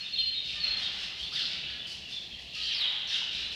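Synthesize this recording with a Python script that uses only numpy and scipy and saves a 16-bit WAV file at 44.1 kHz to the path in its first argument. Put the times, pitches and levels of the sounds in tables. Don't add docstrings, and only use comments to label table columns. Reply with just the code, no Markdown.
import sys
import numpy as np
from scipy import signal
from scipy.fft import rfft, irfft, next_fast_len
from scipy.io import wavfile
from scipy.ndimage import map_coordinates

SR = 44100
rng = np.random.default_rng(int(sys.argv[2]) if len(sys.argv) > 2 else 0)


def boost(x):
    u = np.asarray(x, float) / 20
    return 10 ** u


def to_wav(sig):
    pcm = np.clip(np.atleast_2d(sig), -1, 1) * 32767
    pcm = np.round(pcm).astype(np.int16)
    wavfile.write(sys.argv[1], SR, pcm.T)


N = 156555
ATTACK_S, RELEASE_S = .009, .006


def unit(x):
    return x / np.sqrt(np.mean(x ** 2) + 1e-20)


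def along(points, hz):
    f, v = np.transpose(points)
    return np.interp(np.log(hz + 1), np.log(f + 1), v)


def over_time(points):
    return np.interp(np.arange(N) / SR, *np.transpose(points))


def wobble(rate, size):
    knots = rng.standard_normal(int(size * rate / SR) + 4)
    return map_coordinates(knots, [np.arange(size) * rate / SR])


def coloured(x, gain_db):
    m = next_fast_len(len(x) + 8192)
    gain = boost(gain_db(np.fft.rfftfreq(m, 1 / SR)))
    return irfft(rfft(x, m) * gain, m)[:len(x)]


def noise(spectrum):
    return unit(coloured(rng.standard_normal(N), lambda hz: along(spectrum, hz)))


def place(out, start, sound):
    out[start:][:len(sound)] += sound


def shape(t, length):
    return np.clip(np.minimum(t / ATTACK_S, (length - t) / RELEASE_S + .5), 0, 1)


def whistles(rows, tones, rough_hz, flutter_db, flutter_rate):
    out = np.zeros(N + SR)
    for s, length, start, end, db in rows:
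        t = np.arange(int((length + RELEASE_S) * SR)) / SR
        hz = start + (end - start) * t / length + rough_hz * wobble(700, size=len(t))
        phase = 2 * np.pi * np.cumsum(hz) / SR
        note = sum(boost(g) * np.sin(k * phase) * (k * hz < SR / 2.2) for k, g in tones)
        strength = boost(db + 5.0 + flutter_db * wobble(flutter_rate, size=len(t)))
        place(out, round(s * SR), strength * shape(t, length) * note)
    return out[:N]


# frequency_hz, t60_s
HALL_DECAY = [(500, 1.95), (2000, 1.39), (4000, 1.08), (7000, 0.74), (12000, 0.35)]


def hall(x, direct_db, wet_db):
    out = boost(direct_db) * np.pad(x, (0, 2 * SR))
    step = SR // 6
    fade = signal.windows.hann(2 * step, sym=False)
    x = np.pad(x, (step, 2 * step))
    for at in range(0, N + step, step):
        part = x[at:at + 2 * step] * fade
        if part.any():
            hz, t, z = signal.stft(rng.standard_normal(SR), SR, nperseg=256)
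            decay = boost(-60 * t / along(HALL_DECAY, hz)[:, None])
            tail = signal.istft(z * decay, SR, nperseg=256)[1]
            wet = signal.fftconvolve(part, tail / np.linalg.norm(tail))[max(step - at, 0):]
            place(out, max(at - step, 0), boost(wet_db) * wet)
    return out[:N]


# frequency_hz, density_db_per_hz
RUMBLE = [(53, -10.5), (90, -3), (189, 1), (210, -3), (441, -8), (479, -9), (698, -8), (1500, -22),
          (1950, -33), (3300, -120)]
# time_s, swell_db
FAN_LOAD = [(0, -4.5), (.5, 0), (1.1, -0.5), (1.4, 3), (2.2, 0), (2.6, -2.5), (3.3, -0.5), (3.55, 3)]
# time_s, strength_db
DRAUGHT = [(0.0, -77), (0.31, -55), (0.45, -62), (0.72, -52.5), (0.77, -63), (1.24, -57), (1.3, -74),
           (1.361, -65), (2.04, -58), (2.06, -64), (2.5, -56), (3.0, -69), (3.52, -51), (3.55, -53)]
# frequency_hz, density_db_per_hz
BUFFET = [(12, -41), (25, -18), (45, -12), (64, -1.5), (90, -15), (140, -120)]
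# pitch_hz, level_db
HUM = [(64, -75), (126, -70.5)]
# frequency_hz, density_db_per_hz
HISS = [(1200, -120), (1700, -2.5), (5000, -4), (9000, -22.5), (15800, -31)]


def ventilation():
    rumble = noise(RUMBLE) * boost(-57 + over_time(FAN_LOAD) + 1.2 * wobble(3.12, size=N))
    draught = boost(over_time(DRAUGHT) - 1.5) * noise(BUFFET)
    hum = np.zeros(N)
    for hz, db in HUM:
        strength = boost(db + 3.5 + 3.7 * wobble(3.66, size=N))
        hum += strength * np.sin(2 * np.pi * np.cumsum(hz + 2.46 * wobble(3.9, size=N)) / SR)
    return rumble + draught + hum + boost(-55.5) * noise(HISS)


# time_s, activity_db
CROWD = [(0.0, -36), (.2, -41), (.45, -39), (0.69, -37.5), (1.18, -42), (1.48, -38), (1.93, -47),
         (2.45, -47), (2.61, -32.5), (2.77, -36.5), (3.55, -41)]
# multiple, level_db
TWEET_TONES = [(1, 0), (2, -40)]


def crowd(count=260):
    at, pitch, fall, long, size = rng.standard_normal((count, 5)).T
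    s = (np.arange(count) + .5 + np.tanh(at) / 2) * N / SR / (count + 1)
    turn = 2 * (np.arange(count) * .382 % 1) - 1
    hz = 3650 * np.exp(.25 * (turn + .15 * pitch))
    end_hz = hz * np.exp(-.12 * (1 + np.tanh(fall) / 2))
    length = .04 * np.exp(.4 * long)
    db = np.interp(s, *np.transpose(CROWD)) - 10.5 + 1.5 * size
    rows = np.transpose([s, length, hz, end_hz, db])
    return whistles(rows, TWEET_TONES, rough_hz=190, flutter_db=4.5, flutter_rate=109.3)


# frequency_hz, density_db_per_hz
THROAT = [(530, -68.5), (900, -29.5), (1750, -13), (2280, -13), (2750, -3), (5110, -10), (6800, -29),
          (15700, -58.5)]


def earlier_calls():
    fade_db = -43.5 - 60 * np.arange(N) / SR / 1.8
    return noise(THROAT) * boost(fade_db)


# start_s, length_s, buzz_hz, level_db, brightness_db_per_octave
CHIRPS = [(0.01, 0.072, 715, -63, -10), (0.282, 0.05, 722, -53.5, -5), (0.42, .14, 799.4, -41.5, 4.5),
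          (0.601, 0.082, 749.4, -37.5, -2), (0.755, 0.086, 761, -39, 5), (0.909, .14, 822, -38, 3.5),
          (1.16, 0.095, 708, -46.5, 10.5), (1.305, .12, 812, -36.5, 4), (1.43, 0.11, 740, -39.5, 1.5),
          (1.671, 0.061, 698.5, -43, -2.5), (1.855, 0.077, 780, -42.5, 12), (2.076, 0.059, 762, -41, 6),
          (2.376, 0.052, 689, -49.5, 9), (2.525, .06, 812, -38.5, 5), (2.569, 0.11, 801.5, -39, 5),
          (2.662, 0.085, 743, -45, -2), (2.879, 0.062, 743, -46, 2.5), (3.063, .12, 826, -33.5, 2),
          (3.298, .14, 764, -38, 2.5), (3.507, 0.028, 804, -43, 8)]


def chirps(sag=.15, jitter=.12, scatter_db=4):
    out = np.zeros(N + SR)
    lead = 400
    for s, length, rate, db, bright in CHIRPS:
        t = np.arange(int((length + RELEASE_S) * SR)) / SR
        buzz_hz = rate * (1 - sag * t / length + jitter * wobble(400, size=len(t)))
        cycles = np.cumsum(buzz_hz) / SR
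        slaps = np.diff(np.floor(cycles), prepend=0) > 0
        pulses = slaps * boost(scatter_db * rng.standard_normal(len(t)))
        pulses = pulses * shape(t, length) * np.clip(t / .03, 0, 1)

        def throat_db(hz):
            tilt = bright * np.log2(np.clip(hz, 1500, 10000) / 3500)
            return along(THROAT, hz) + tilt - 60 * (hz < 800)

        buzz = coloured(np.pad(pulses, lead), throat_db)
        place(out, round(s * SR) - lead, boost(db) * unit(buzz))
    return out[:N]


# start_s, length_s, start_hz, end_hz, level_db
SQUAWKS = [
    (.72, 0.23, 545, 536.3, -54.5),
    (.92, .16, 540, 533, -59),
    (2.73, 0.219, 559.7, 545, -53.5),
]
# multiple, level_db
SQUAWK_TONES = [(1, -20), (1.5, -11), (2, -10), (2.5, -11), (3, -9), (3.5, -5), (4, 0), (5, -3)]


def squawks():
    return whistles(SQUAWKS, SQUAWK_TONES, rough_hz=58, flutter_db=5, flutter_rate=120)


# start_s, length_s, start_hz, end_hz, level_db
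CROAKS = [
    (.635, 0.094, 604.6, 588, -55.5),
    (2.64, 0.0875, 626.6, 605, -56),
]
# multiple, level_db
CROAK_TONES = [(1, -9), (1.5, -12), (2.5, -9), (3, 1), (3.5, -2), (4, 2), (4.5, -3)]


def croaks():
    return whistles(CROAKS, CROAK_TONES, rough_hz=26, flutter_db=0.5, flutter_rate=65)


# start_s, length_s, start_hz, end_hz, level_db
HONKS = [
    (.55, .075, 605, 600, -57),
    (2.555, .08, 630, 625, -60),
]
# multiple, level_db
HONK_TONES = [(1, -16), (2, -3), (3, 2), (4, 3), (5, -3)]


def honks():
    return whistles(HONKS, HONK_TONES, rough_hz=19.0, flutter_db=1.5, flutter_rate=135)


# start_s, length_s, start_hz, end_hz, level_db
TWEETS = [(.345, .062, 3750, 3690, -35), (.82, .06, 3700, 3640, -37), (.81, .09, 3250, 3170, -42),
          (1.192, .07, 3200, 3330, -42), (1.788, .035, 3520, 3480, -45), (1.845, .11, 2990, 2940, -45),
          (2.12, .07, 3530, 3480, -42), (2.12, .06, 4170, 4150, -50), (2.37, .035, 1930, 2000, -57),
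          (3.2, .025, 1750, 900, -51.5), (3.18, .12, 2950, 2950, -43), (.225, .11, 2960, 3080, -42),
          (1.355, .04, 3620, 3560, -39), (1.66, .12, 1720, 1680, -59), (3.105, .045, 3730, 3680, -37),
          (.0, 0.028, 4300, 4270, -41), (0.042, 0.044, 3660, 3660, -42),
              (0.153, 0.065, 3660, 3595, -37), (0.448, 0.11, 3720, 3653, -44.5),
              (0.559, 0.042, 3770, 3820, -51), (1.225, 0.069, 3576, 3520, -43),
              (1.37, 0.11, 4220, 4200, -43), (2.02, 0.088, 2950, 2727, -49.5),
              (2.191, 0.064, 3460, 3410, -50), (2.312, 0.088, 3265, 3190, -48.5),
              (2.512, 0.078, 2774, 2750, -47.5), (2.547, 0.06, 4420, 4400, -48),
              (2.864, 0.051, 3776, 3646, -37), (2.922, 0.067, 3460, 3220, -45),
              (3.328, .08, 3630, 3790, -45.5), (3.441, .1, 2896, 3064, -47)]


def tweets():
    return whistles(TWEETS, TWEET_TONES, rough_hz=86.0, flutter_db=3, flutter_rate=186)


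# start_s, length_s, start_hz, end_hz, level_db
CRIES = [(1.312, .045, 4850, 4500, -38), (3.068, .045, 5800, 5200, -42), (2.585, 0.0447, 3800, 4400, -32.5),
         (2.675, 0.081, 2950, 3300, -49), (1.18, 0.032, 3800, 6000, -52), (1.42, .05, 5000, 3500, -37.5)]
# multiple, level_db
SWOOP_TONES = [(1, 0), (2, -33), (3, -38)]


def cries():
    return whistles(CRIES, SWOOP_TONES, rough_hz=280, flutter_db=3.5, flutter_rate=206)


# start_s, length_s, start_hz, end_hz, level_db
SWOOPS = [(.172, .055, 3400, 2900, -37), (1.35, .065, 3850, 2900, -36), (2.74, .072, 5300, 4000, -37),
          (2.803, .062, 4200, 2900, -33), (2.718, .03, 6000, 5300, -48), (3.125, .045, 3750, 2950, -33),
          (1.315, .06, 1150, 1950, -54), (1.365, .045, 2000, 1550, -47.5), (1.415, .04, 1550, 1300, -56),
          (3.1, .075, 2000, 1450, -52)]


def swoops():
    return whistles(SWOOPS, SWOOP_TONES, rough_hz=150, flutter_db=1.5, flutter_rate=180)


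# time_s, peak_db
CLACKS = [
    (1.4204, -20.5),
    (1.4551, -19),
    (1.7212, -25),
    (2.8569, -15),
    (2.8874, -17.5),
]


def clacks():
    out, t = np.zeros(N), np.arange(-200, 200) / SR
    tick = np.exp(-(t / .0007) ** 2) * np.sin(2 * np.pi * 3500 * t)
    for s, db in CLACKS:
        place(out, round(s * SR) - 200, boost(db - 3) * tick)
    return out


# start_s, length_s, start_hz, end_hz, level_db
PEEPS = [(.13, .024, 4260, 4220, -31), (.176, .042, 4210, 4200, -31), (.221, .026, 4200, 4190, -35),
         (.257, .044, 4205, 4200, -33), (.299, .11, 4205, 4195, -39), (.596, .037, 4470, 4310, -36),
         (.632, .02, 4270, 4240, -27), (.674, .018, 4250, 4230, -29), (.702, .018, 4260, 4260, -32),
         (.722, .024, 4260, 4250, -33), (.76, .035, 4230, 4200, -36), (1.222, .04, 4320, 4300, -45)]
# multiple, level_db
PEEP_TONES = [(1, 0), (2, -46), (3, -56)]
# start_s, length_s, start_hz, end_hz, level_db
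SHRILL = [
    (.135, 0.051, 12700, 12600, -76),
    (.625, .065, 12900, 12650, -77),
]


def peeps():
    plain = whistles(PEEPS, PEEP_TONES, rough_hz=25, flutter_db=-0.5, flutter_rate=120)
    shrill = whistles(SHRILL, [(1, 0)], rough_hz=60, flutter_db=3.5, flutter_rate=60)
    return plain + shrill


def scene():
    mix = ventilation() + earlier_calls()
    mix = mix + hall(crowd(), direct_db=-8, wet_db=0.2)
    mix = mix + hall(chirps() + squawks() + croaks() + cries(), direct_db=-9, wet_db=-2.5)
    mix = mix + hall(honks() + tweets() + swoops(), direct_db=-1, wet_db=-5.5)
    mix = mix + hall(clacks() + peeps(), direct_db=-1, wet_db=-8)
    return np.tile(mix, (2, 1))


def band_limit(x):
    return signal.sosfilt(signal.butter(12, 15880, fs=SR, output="sos"), x)


def record(dry):
    return band_limit(dry)


dry = scene()
out = record(dry)
to_wav(out)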